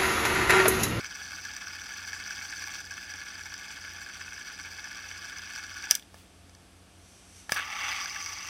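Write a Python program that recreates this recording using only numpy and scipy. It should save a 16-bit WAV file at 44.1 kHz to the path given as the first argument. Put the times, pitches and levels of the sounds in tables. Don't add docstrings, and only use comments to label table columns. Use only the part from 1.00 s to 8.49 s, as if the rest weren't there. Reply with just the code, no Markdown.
import sys
import numpy as np
from scipy import signal
from scipy.fft import rfft, irfft
from scipy.io import wavfile
from scipy.ndimage import uniform_filter1d

SR = 44100
rng = np.random.default_rng(int(sys.argv[2]) if len(sys.argv) > 2 else 0)


def generate_wav(sig):
    pcm = np.round(np.clip(np.atleast_2d(sig).T, -1, 1) * 32767).astype(np.int16)
    wavfile.write(sys.argv[1], SR, pcm)


N = 330309
TIME = np.arange(N) / SR
STOP_S, FLICK_S = 4.945, 6.524


def from_db(db):
    return 10 ** (np.asarray(db) / 20)


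def rms_one(x):
    return x / np.sqrt(np.mean(x ** 2) + 1e-20)


def peak_one(x):
    return x / np.abs(x).max()


def envelopes(rows):
    times, *columns = np.transpose(rows)
    return [np.interp(TIME, times, column) for column in columns]


def resonate(x, hz, width_hz):
    r = np.exp(-np.pi * width_hz / SR)
    poles = [1, -2 * r * np.cos(2 * np.pi * hz / SR), r * r]
    return signal.lfilter(np.array([1, 0, -1]) * (1 - r * r) / 2, poles, x + 1e-18)


def cut(x, hz, kind, order=2):
    return signal.sosfilt(signal.butter(order, hz, kind, fs=SR, output="sos"), x)


def shaped_noise(gain_at):
    hz = np.maximum(np.arange(N // 2 + 1) * SR / N, 1)
    return rms_one(irfft(rfft(rng.standard_normal(N)) * gain_at(hz), N))


def drift(rate_hz):
    return shaped_noise(lambda hz: 1 / (1 + (hz / rate_hz) ** 2))


def add(out, s, sound):
    start = int(np.clip(s * SR, 0, N - 1))
    out[start:start + len(sound)] += sound[:N - start]


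# f/Hz, relative level/dB
AIR_SPECTRUM = [(59, -26), (100, -10), (156, -15), (188, -13.5), (319, -12), (347, -15.5), (640, -19),
                (712, -15), (791, -19), (6810, -25.5), (15500, -31.5)]
def room_air():
    air_hz, air_db = np.transpose(AIR_SPECTRUM)
    air = shaped_noise(lambda hz: from_db(np.interp(np.log(hz), np.log(air_hz), air_db)))
    return cut(from_db(-57) * air, 11300, "low", order=4)


# f/Hz, waver/Hz, rms level/dB
HUM_TONES = [(49.5, 2.5, -71), (55.5, 1.5, -72), (64.6, 1.0, -67), (86.3, .9, -64), (89.4, .9, -63),
             (184.5, .8, -68.5), (272, 15, -71.5), (346, 2, -77), (696, 2, -75)]
def room_hum():
    out = np.zeros(N)
    for hz, waver_hz, db in HUM_TONES:
        pitch_hz = hz + waver_hz * drift(2 + 2 * waver_hz)
        out += from_db(db) * np.sqrt(2) * np.sin(2 * np.pi * np.cumsum(pitch_hz) / SR)
    return out


def rattle(modes, grip, load, impacts, rolling_db, wander_db, wander_hz):
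    out, steps = 0, np.arange(0, TIME[-1] + 1, 1 / wander_hz)
    for k, (hz, width_hz, *grip_db) in enumerate(modes):
        struck = rms_one(impacts * ((-1) ** k + 0.71 * rng.standard_normal(N)))
        rolling = from_db(rolling_db) * rms_one(np.sqrt(load) * rng.standard_normal(N))
        wander = np.interp(TIME, steps, rng.uniform(-1.03, 1, N // 50)[:len(steps)])
        drive = from_db(wander_db * wander) * (struck + rolling)
        out = out + from_db(grip_db[grip]) * resonate(drive, hz, width_hz)
    slow_power = np.abs(uniform_filter1d(out * out, SR // 7))
    return out / np.sqrt(slow_power + 1e-12)


def cage_turns(start_s, throb_hz, drag_per_s=0.037):
    age = TIME - start_s
    return np.cumsum((age >= 0) * throb_hz * np.exp(-drag_per_s * age)) / SR


# f/Hz, width/Hz, gain in grip 0/dB, gain in grip 1/dB, gain when struck/dB
PLASTIC_MODES = [(826, 85, -13.5, -4.5, -15.5), (1153, 49.4, -9.5, 3.5, -13), (1293, 72, -21, -3, -8.5),
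                 (1484, 108, -2.5, -5, -5), (1641, 64, 1.5, -17, 1), (1737, 40, 0.5, 1, 6),
                 (1958, 62, -20.5, 4.5, -8), (2201, 138, -5, 2.5, 1.5), (2596, 72, -7, -5.5, -8),
                 (2690, 130, -24, -1.5, -6), (3280, 490, -11.5, -8.5, -5), (3467, 254, -15.5, -14.5, -2)]
STEEL_MODES = [(4543, 306, -2, -7, -6.5), (5000, 195, 1, -1, 4), (5787, 260, 1, -1.5, 2),
               (6070, 186, -0.5, 0, 3.5), (7320, 810, -12, -22, -10), (9780, 330, -30, -27, -13.5),
               (11200, 1100, -39, -46, -29), (13800, 640, -20.5, -23, -17)]
def spin(levels, turns, grip, throb_db, ball_db, passes_per_turn, uneven_db,
         impacts_per_s, size_spread_db, body_roll_db, bearing_roll_db):
    body_db, bearing_db = envelopes(levels)
    angle = 2 * np.pi * turns
    ball_pass = np.cos(passes_per_turn * angle + 1.3 * drift(12))
    throb = np.cos(angle) * (1 + 0.45 * drift(2.5))
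    load = from_db(throb_db * throb + ball_db * ball_pass + uneven_db * drift(45))
    touches = rng.random(N) < impacts_per_s * load / load.mean() / SR
    sizes = from_db(size_spread_db * rng.uniform(-1.2, 1, N))
    impacts = touches * np.sqrt(load) * sizes * rng.choice([-1, 1], N)
    share = from_db(2 * drift(49))
    body = rattle(PLASTIC_MODES, grip, load, impacts * share, body_roll_db,
                  wander_db=4, wander_hz=130.76)
    bearing = rattle(STEEL_MODES, grip, load, impacts / share, bearing_roll_db,
                     wander_db=7, wander_hz=169.5)
    return from_db(body_db) * cut(body, 490, "high") + from_db(bearing_db) * cut(bearing, 2270, "high")


# t/s, body level/dB, bearing level/dB
LOOSE_RIDE = [(0.0, -39, -42.5), (0.07, -44.5, -45.5), (0.92, -43.5, -45.5), (1.66, -41.5, -43),
              (1.81, -43, -44), (1.83, -51, -49), (1.93, -44, -47), (3.17, -45.5, -48.5), (4.52, -44, -47),
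              (4.56, -41.5, -43.5), (4.68, -46, -48.5), (4.86, -41.5, -44)]
FAST_RIDE = [(6.54, -36.5, -41), (6.574, -33, -45), (6.648, -39.5, -48.5), (6.898, -31.5, -39.5),
             (7.122, -42, -41), (7.184, -37.5, -42.5), (7.232, -42.5, -39.5), (7.444, -42.5, -44),
             (7.48, -42, -41.5)]
def whirr():
    loose_turns = cage_turns(0, throb_hz=17.82)
    fast_turns = cage_turns(FLICK_S, throb_hz=25.3)
    loose = spin(LOOSE_RIDE, loose_turns, grip=0, throb_db=2, ball_db=3, passes_per_turn=7.5,
                 uneven_db=1, impacts_per_s=900, size_spread_db=3, body_roll_db=-3.5, bearing_roll_db=-2)
    fast = spin(FAST_RIDE, fast_turns, grip=1, throb_db=1, ball_db=4.5, passes_per_turn=7.2,
                uneven_db=2.1, impacts_per_s=1100, size_spread_db=4,
                body_roll_db=1.5, bearing_roll_db=-0.5)
    loose = from_db(0.4) * loose + light_knocks(LOOSE_RIDE, loose_turns)
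    choke = from_db(-400 * np.maximum(TIME - STOP_S, 0))
    restart = np.clip((TIME - FLICK_S) / 0.0059, 0, 1)
    return loose * choke + from_db(0.53) * fast * restart


def blow(modes, contact_s, crunch, tilt_db):
    t = TIME[:SR // 20]
    grit = crunch * rng.standard_normal((len(modes), len(t))) * np.exp(-t / contact_s)
    ring = np.zeros(len(t))
    for k, (hz, width_hz, *_, db) in enumerate(modes):
        click = (t == 0) * (-1) ** k
        octaves = np.log2(hz / modes[0][0])
        ring += from_db(db + tilt_db * octaves) * resonate(click + grit[k], hz, width_hz)
    return peak_one(ring)


def knock(body_peak_db, bearing_peak_db):
    body = [(hz, width_hz, 2 * db) for hz, width_hz, db, *_ in PLASTIC_MODES]
    bearing = [(hz, width_hz, 2 * db) for hz, width_hz, db, *_ in STEEL_MODES]
    return (from_db(body_peak_db) * blow(body, contact_s=0.0019, crunch=0.11, tilt_db=1)
            + from_db(bearing_peak_db) * blow(bearing, contact_s=0.0016, crunch=0.12, tilt_db=-2))


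# t/s, body level/dB, bearing level/dB
KNOCK_CUES = [(0.0443, -27, -38), (0.3187, -30, -39), (0.4514, -31, -36), (0.6709, -28, -38),
              (1.1308, -27, -36), (1.3064, -27, -35), (1.6392, -29, -36), (1.9081, -33, -39),
              (2.138, -31, -36), (2.2149, -31, -42), (2.5404, -32, -34), (3.2121, -28, -44),
              (3.3777, -31, -41), (3.4774, -35, -36), (3.5912, -33, -45), (3.8417, -32, -37),
              (4.56, -28, -38), (7.0574, -27, -31), (7.1596, -27, -37), (7.2604, -31, -30)]
def hard_knocks(body_trim_db, bearing_trim_db):
    out = np.zeros(N)
    for s, body_db, bearing_db in KNOCK_CUES:
        add(out, s, knock(body_db + body_trim_db, bearing_db + bearing_trim_db))
    return out


def light_knocks(levels, turns, chance=0.55, scatter_s=0.012, over_rattle_db=9):
    out = np.zeros(N)
    body_db, bearing_db = envelopes(levels)
    for crest in np.flatnonzero(np.diff(np.floor(turns))):
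        hits = rng.random() < chance
        late, body_jitter_db, bearing_jitter_db = rng.standard_normal(3)
        sound = knock(body_db[crest] + body_jitter_db, bearing_db[crest] + bearing_jitter_db)
        add(out, TIME[crest] + scatter_s * late, hits * from_db(over_rattle_db) * sound)
    return out


FINGER_DAMPING_HZ = 70
# t/s, thud peak/dB, body peak/dB, bearing peak/dB, nail snap peak/dB, body tilt/(dB per octave)
CLACK_CUES = [(4.9103, -31, -13.5, -0.5, -21, 14.5), (4.916, -50, -23, -19, -30, 2),
              (4.92, -44, -36, -28, -44, -5), (4.952, -41, -26.5, -13, -25, 14),
              (4.9958, -61, -37, -38.5, -58, 17), (5.024, -57, -40.5, -52, -59, 18),
              (5.143, -37.5, -45, -45, -49, -18), (5.495, -58.5, -53, -44.5, -62, -10),
              (5.5492, -58, -48, -42, -58, -5), (6.494, -35.5, -21.5, -33, -42, -9.5),
              (6.5204, -19.5, -12, -14.5, -22, -2.5), (6.5422, -50, -36, -34, -27, -2),
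              (6.569, -48, -32, -35, -35, -3)]
def clacks():
    out, t = np.zeros(N), TIME[:SR // 20]
    thump = from_db(-3) * resonate(t == 0, 170, 140)
    thud = peak_one(cut(resonate(t == 0, 590, 460) + thump, 970, "low"))
    held_body = [(hz, width_hz + FINGER_DAMPING_HZ, db) for hz, width_hz, *_, db in PLASTIC_MODES]
    for s, thud_db, body_db, bearing_db, snap_db, tilt_db in CLACK_CUES:
        hiss = cut(cut(rng.standard_normal(len(t)), 2500, "high", order=1), 13000, "low")
        snap = peak_one(hiss * np.exp(-t / 0.0075))
        body = blow(held_body, contact_s=0.0023, crunch=0.12, tilt_db=tilt_db)
        bearing = blow(STEEL_MODES, contact_s=0.00095, crunch=0.11, tilt_db=tilt_db / 2)
        for db, layer in (thud_db, thud), (body_db, body), (bearing_db, bearing), (snap_db, snap):
            add(out, s, from_db(db) * layer)
    return out


# centre t/s, length/s, level/dB
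BRUSH_CUES = [(4.91, 0.011, -32), (5.186, 0.12, -58.5), (6.517, 0.03, -41)]
def brushes():
    hiss = rms_one(cut(cut(rng.standard_normal(N), 900, "high"), 7000, "low", order=1))
    swells = sum(from_db(db) * np.exp(-(2 * (TIME - s) / length_s) ** 2)
                 for s, length_s, db in BRUSH_CUES)
    return hiss * swells


# t/s, level/dB
RUB_RIDE = [(5.85, -77), (6.094, -58.5), (6.272, -59.5), (6.39, -52), (6.46, -58.5), (6.48, -61)]
def rub(ring_hz, ring_width_hz, ring_db):
    friction = rng.standard_normal(N)
    hiss = cut(cut(friction, 1500, "high"), 10500, "low", order=4)
    ring = from_db(ring_db) * resonate(friction, ring_hz, ring_width_hz)
    gate = (TIME > RUB_RIDE[0][0]) * (TIME < FLICK_S)
    return from_db(envelopes(RUB_RIDE)[0]) * rms_one(hiss + ring) * gate


def judder(start_s, end_s, knocks_per_s, peak_db):
    out = np.zeros(N)
    modes = [(hz, width_hz + FINGER_DAMPING_HZ, 2 * db) for hz, width_hz, db, *_ in PLASTIC_MODES]
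    for s in np.arange(start_s, end_s, 1 / knocks_per_s):
        hit_s, hit_db = rng.normal(s, 0.0006), rng.normal(peak_db, 1)
        add(out, hit_s, from_db(hit_db) * blow(modes, contact_s=0.0011, crunch=0.17, tilt_db=2))
    return out


def room_reverb(x, t60_s=0.19, wet_db=-19.5, predelay_s=0.005):
    t = TIME[:SR // 2]
    tail = cut(rng.standard_normal(len(t)), 15700, "low") * from_db(-60 * t / t60_s) * (t > predelay_s)
    return x + from_db(wet_db) * signal.fftconvolve(x, tail / np.sqrt(np.sum(tail ** 2)))[:N]


def scene():
    spinner = whirr() + hard_knocks(body_trim_db=-0.5, bearing_trim_db=7)
    spinner += judder(6.562, 6.598, knocks_per_s=180, peak_db=-21.5)
    fingers = clacks() + brushes() + rub(ring_hz=5700, ring_width_hz=500, ring_db=7.5)
    return (room_reverb(spinner + fingers) + room_air() + room_hum())[None]


# f/Hz, width/Hz, depth/dB
PORT_NOTCHES = [(1000, 90, -6), (1930, 140, -7), (4000, 450, -4), (5320, 180, -5), (6950, 650, -9),
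                (12400, 1200, -4)]
def record(dry):
    for hz, width_hz, depth_db in PORT_NOTCHES:
        dry = dry - (1 - from_db(depth_db)) * resonate(dry, hz, width_hz)
    return signal.sosfilt(signal.ellip(10, .2, 80, 15900, fs=SR, output="sos"), dry)


dry = scene()
out = record(dry)
generate_wav(out)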